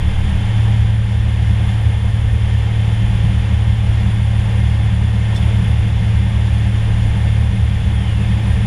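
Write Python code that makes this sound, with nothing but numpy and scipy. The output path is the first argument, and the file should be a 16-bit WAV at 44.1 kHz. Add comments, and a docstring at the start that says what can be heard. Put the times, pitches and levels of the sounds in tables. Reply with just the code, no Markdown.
"""A three-bladed turboprop drones, heard inside the closed cockpit as the aircraft rolls along a runway.
The blade-passing tone settles to a steady pitch under its governor, while the propeller's wash buffets
the cabin into a low boom. Turbulent air rushes round the canopy, the turbine adds a bright hiss and thin
gear and blade whines, and the wheels rock the airframe. A loose fitting ticks once, and near the end
a faint whistle falls."""
import sys
import numpy as np
from scipy import signal
from scipy.fft import rfft, irfft
from scipy.io import wavfile
from scipy.ndimage import uniform_filter1d

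SR = 44100
rng = np.random.default_rng(int(sys.argv[2]) if len(sys.argv) > 2 else 0)


def materialize(psi):
    """Save the field psi as 16-bit PCM at rate SR to the path in sys.argv[1].

    A 1-D psi becomes a single channel; in a 2-D psi each row is a channel.
    """
    bounded = np.clip(np.atleast_2d(psi).T, -1, 1)
    quanta = np.round(bounded * 32767).astype(np.int16)
    wavfile.write(sys.argv[1], SR, quanta)


N = 381906
TIME = np.arange(N) / SR
FREQS = np.maximum(np.fft.rfftfreq(N, 1 / SR), 1)

# blade-passing tone, following the load on the blades: time_s, relative_level_db
BLADE_LOAD = [(0.05, -21), (0.26, -20.5), (0.64, -12), (1.37, -17), (1.44, -14), (2.04, -16), (2.18, -17),
              (3.01, -14), (3.2, -15), (7.43, -15), (7.91, -17.5), (8.55, -15.5)]
# harmonics of the shaft's throb: multiple_of_shaft_speed, relative_level_db
SHAFT_ORDERS = [(1, -43.5), (2, -23), (4, -54), (5, -54.5), (6, -54.5)]
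# whine of the reduction gear, following its load: time_s, level_db
GEAR_LOAD = [(0, -47.5), (.7, -45.5), (1.2, -56.5), (2.8, -46.5), (4.4, -54), (5.5, -51), (6.6, -55),
             (8.66, -54)]
# cabin resonances driven by the wash: centre_hz, width_hz, relative_level_db
BUFFET_MODES = [(50.7, 9.6, -0.5), (73.8, 31, 0.5), (97, 42, -7)]
# lulls in the buffeting: centre_s, drop_db
LULLS = [(.62, 3.5), (1.1, 2.5), (2.8, 5), (4.2, 2), (5.22, 3), (6.82, 3.5), (8.2, 2)]
# resonances of the cabin air: centre_hz, width_hz, relative_level_db
BOOM_MODES = [(129.5, 20, -15), (149.3, 21.4, -6.5), (170, 18, -11.5), (191.8, 25.8, -3)]
# boom, growing unevenly as the aircraft gathers speed: time_s, relative_level_db
BOOM_GROWTH = [(0, -28.5), (1.7, -28), (2.4, -31.5), (3.1, -27.5), (3.7, -29.5), (4.6, -26.5), (6.5, -26.5),
               (7.2, -26), (8.66, -25)]
# gusts that swell the boom: centre_s, lift_db
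GUSTS = [(.33, 7.5), (3.25, 8.5), (4.06, 6.5), (5.6, 3.5), (6.31, 4), (8.27, 4), (8.61, 3)]
# low resonance of the airframe: centre_hz, width_hz, relative_level_db
FRAME_MODES = [(21.3, 21, 0)]
# bumps in the runway: peak_s, level_db
BUMPS = [(.1, -17), (6.92, -23)]
# strength of the airflow: time_s, relative_level_db
AIRFLOW = [(0.03, -32), (0.7, -31), (1.01, -34.5), (1.7, -31.5), (2.15, -33.5), (3.16, -31.5), (3.8, -33),
           (4.06, -31), (4.25, -33), (4.59, -31.5), (5.11, -33), (5.42, -30.5), (5.93, -32.5),
           (7.24, -31.5), (7.64, -33), (8.6, -31)]
# broad spectrum of the rushing air, before resonances: frequency_hz, density_db
RUSH_SPECTRUM = [(240, -64), (400, -67), (630, -67.5), (820, -64.0), (1260, -73.0), (2010, -70),
                 (3050, -71.5), (3520, -69), (3680, -77.5), (4050, -83), (5940, -88), (8630, -95.5),
                 (11010, -99), (14540, -107.2)]
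# resonances of cabin, canopy and intake: centre_hz, width_hz, lift_db
RUSH_RESONANCES = [(280.3, 24.6, 7), (330, 21, 5.5), (454, 38, 4.5), (1613, 99, 4), (1817, 130, 6),
                   (2118, 58, 7), (2794, 120, 2), (3330, 180, 0.5), (4770, 81, 5.5), (5396, 220, 3.5),
                   (7100, 890, 6.0), (9120, 230, 8.5), (9580, 660, 16.5), (10310, 440, 9.5)]
# power shaft and turbine blade tones at full strength: pitch_hz, level_db, wander_hz
TURBINE_WHINES = [(467, -50.5, 2.2), (545, -49, 1.0), (4163, -68.5, 3), (5352, -73, 3), (5933, -69, 2),
                  (6544, -75, 3), (7139, -75, 3), (11346, -84, 4)]
# the fitting's two contacts: start_s, rattle_db, ring_db, t60_s
CONTACTS = [(5.3455, -42, -60, .1), (5.3612, -38.5, -27, 0.11)]
# spectrum of its rattle: frequency_hz, relative_density_db
RATTLE_SPECTRUM = [(1500, -25), (3000, -4), (5400, 6), (6800, -4), (8000, 0), (11000, -13), (15000, -18)]
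# falling whistle: time_s, pitch_hz, level_db
WHISTLE_GLIDE = [(7.8, 3560, -56), (7.92, 3390, -45), (8.01, 3200, -42.5), (8.1, 2900, -42),
                 (8.2, 2640, -44), (8.3, 2510, -47), (8.5, 2450, -56)]


def propeller(blades=3, blade_hz=109.28, gear_teeth=85):
    """Rotation harmonics: blade tone, gear whine and throb lie at whole multiples of the shaft speed."""
    shaft_angle = angle((blade_hz + governor_hunt()) / blades) + 0.0028 * drift(4.3)   # uneven turning
    load_db, = in_time(BLADE_LOAD)
    gear_db, = in_time(GEAR_LOAD)
    blade_tone = from_db(load_db - 0.5) * np.cos(blades * shaft_angle)
    gear_whine = from_db(gear_db) * np.cos(gear_teeth * shaft_angle)
    throb = sum(from_db(db) * np.cos(round(order) * shaft_angle) for order, db in SHAFT_ORDERS)
    return np.sqrt(2) * (blade_tone + gear_whine), np.sqrt(2) * throb


def governor_hunt(swing_hz=0.38, period_s=2.55, settle_s=2.8):
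    """Damped oscillation: the governor swings the blade-passing frequency about its set value."""
    return swing_hz * np.exp(-TIME / settle_s) * np.cos(2 * np.pi * TIME / period_s)


def cabin_buffet(throb):
    """Forced vibration: propeller wash and shaft throb shake the cabin unevenly, with brief lulls."""
    wash = from_db(-21.5) * resonating(BUFFET_MODES)
    level_db = -16.5 - swells(LULLS, half_width_s=0.11) + 0.74 * drift(10)
    return from_db(level_db) * steady(throb + wash, 0.2)


def cabin_boom():
    """Cavity resonance: turbulence excites the modes of the enclosed air, more strongly in gusts."""
    growth_db, = in_time(BOOM_GROWTH)
    level_db = growth_db + 0.5 + swells(GUSTS, half_width_s=0.049) + 1.27 * drift(9.2)
    return from_db(level_db) * steady(resonating(BOOM_MODES), 0.11)


def airframe_rumble(rolling_db=-29.5, rise_s=0.2, settle_s=0.4):
    """Base excitation: the wheels rock the airframe; each bump builds quickly and settles slowly."""
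    power = from_db(rolling_db) ** 2
    for peak_s, db in BUMPS:
        envelope = np.exp(-np.maximum((peak_s - TIME) / rise_s, (TIME - peak_s) / settle_s))
        power = power + (from_db(db) * envelope) ** 2
    return np.sqrt(power) * steady(resonating(FRAME_MODES), 0.13)


def air_rush(low_hz, high_hz, swell_db, flutter_db):
    """Turbulent flow noise: one band, coloured by resonances, swells about its mean level and flutters."""
    lift_db = sum(db * 2 ** -((2 * (FREQS - hz) / width) ** 2) for hz, width, db in RUSH_RESONANCES)
    band = 1 / np.sqrt((1 + (low_hz / FREQS) ** 16) * (1 + (FREQS / high_hz) ** 16))
    spectrum = from_db(over_hz(RUSH_SPECTRUM) + lift_db) * band
    band_rms = np.sqrt(np.mean(spectrum ** 2) * SR / 2)
    rush = band_rms * steady(noise(spectrum), 0.15)
    return rush * from_db(swell_db - np.mean(swell_db) + flutter_db * drift(15))


def turbine_hiss(flow_db, rise_db_per_s=0.23):
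    """Broadband flow noise: the turbine's hiss partly follows the airflow and grows along the roll."""
    swell_db = 0.51 * flow_db + rise_db_per_s * TIME
    return from_db(0.6) * air_rush(8700, 11000, swell_db, flutter_db=1.3)


def turbine_whines(waver_db=0.4, start_db=-7, build_s=1):
    """Line spectrum of rotating parts: thin tones build up, each wavering in pitch and strength."""
    tones = sum(from_db(db + waver_db * drift(3)) * np.sin(angle(hz + wander_hz * drift(2.98)))
                for hz, db, wander_hz in TURBINE_WHINES)
    return np.sqrt(2) * from_db(start_db * np.exp(-TIME / build_s)) * tones


def fitting_tick(ring_hz=3490):
    """Impact and free decay: a loose fitting slips, then snaps home, with a rattle and a metallic ring."""
    rattle = noise(from_db(over_hz(RATTLE_SPECTRUM)))
    tick = np.zeros(N)
    for start_s, rattle_db, ring_db, t60_s in CONTACTS:
        age_s = np.maximum(TIME - start_s, 0)
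        decay = (age_s > 0) * from_db(-60 * age_s / t60_s)
        ring = np.sin(2 * np.pi * ring_hz * age_s)
        tick += decay * (from_db(rattle_db) * rattle + from_db(ring_db) * ring)
    return tick


def whistle(spread_hz=45):
    """Random frequency modulation: a tone broadens into a breathy whistle as it slides down and fades."""
    pitch_hz, level_db = in_time(WHISTLE_GLIDE)
    sounding = (TIME > WHISTLE_GLIDE[0][0]) & (TIME < WHISTLE_GLIDE[-1][0])
    return np.sqrt(2) * from_db(level_db) * sounding * np.sin(angle(pitch_hz + spread_hz * drift(89)))


def from_db(db):
    """Amplitude ratio of a level in decibels."""
    return 10 ** (np.asarray(db) / 20)


def in_time(rows):
    """Linear interpolation of each column of a time curve at every sample."""
    times_s, *columns = np.transpose(rows)
    return [np.interp(TIME, times_s, column) for column in columns]


def over_hz(points):
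    """Interpolation of a spectrum in dB over log frequency."""
    hz, db = np.transpose(points)
    return np.interp(np.log(FREQS), np.log(hz), db)


def swells(rows, half_width_s):
    """Sum of Gaussian swells in dB, one for each row."""
    return sum(db * 2 ** -(((TIME - centre_s) / half_width_s) ** 2) for centre_s, db in rows)


def angle(hz):
    """Phase in radians as the time integral of frequency."""
    return 2 * np.pi * np.cumsum(hz) / SR


def noise(spectrum):
    """Spectral shaping of white noise, scaled to rms 1."""
    shaped = irfft(rfft(rng.standard_normal(N)) * spectrum, N)
    return shaped / np.sqrt(np.mean(shaped ** 2) + 1e-20)


def drift(rate_hz):
    """Low-pass random fluctuation of rms 1."""
    return noise(1 / (1 + (FREQS / rate_hz) ** 2))


def resonating(modes):
    """Random excitation of steep-sided resonances whose powers add; rms 1."""
    power = sum(from_db(db) ** 2 / (1 + (2 * (FREQS - hz) / width) ** 2) ** 3 for hz, width, db in modes)
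    return noise(np.sqrt(power))


def steady(x, span_s):
    """Division by the running rms evens out swells slower than the span."""
    size = int(span_s * SR)
    return x / np.sqrt(uniform_filter1d(uniform_filter1d(x ** 2, size), size) + 1e-12)


def scene():
    """Superposition: all sources add at one microphone inside the cockpit."""
    drone, throb = propeller()
    flow_db, = in_time(AIRFLOW)
    slipstream = air_rush(215, 1375, 1.2 * flow_db, flutter_db=0.6)
    canopy = air_rush(1340, 8350, 0.87 * flow_db, flutter_db=0.42)
    turbine = turbine_hiss(flow_db) + turbine_whines()
    seal_leaks = air_rush(11100, 18000, flow_db, flutter_db=1.0)
    rumble = cabin_buffet(throb) + cabin_boom() + airframe_rumble()
    return (drone + rumble + slipstream + canopy + turbine + seal_leaks + whistle() + fitting_tick())[None]


def record(dry):
    """Band limiting: the microphone drops the deepest rumble, and a steep low-pass cuts the top."""
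    high_pass = signal.butter(2, 12, "high", fs=SR, output="sos")
    low_pass = signal.ellip(10, 0.1, 80, 15300, fs=SR, output="sos")
    return signal.sosfilt(low_pass, signal.sosfilt(high_pass, dry))


dry = scene()
out = record(dry)
materialize(out)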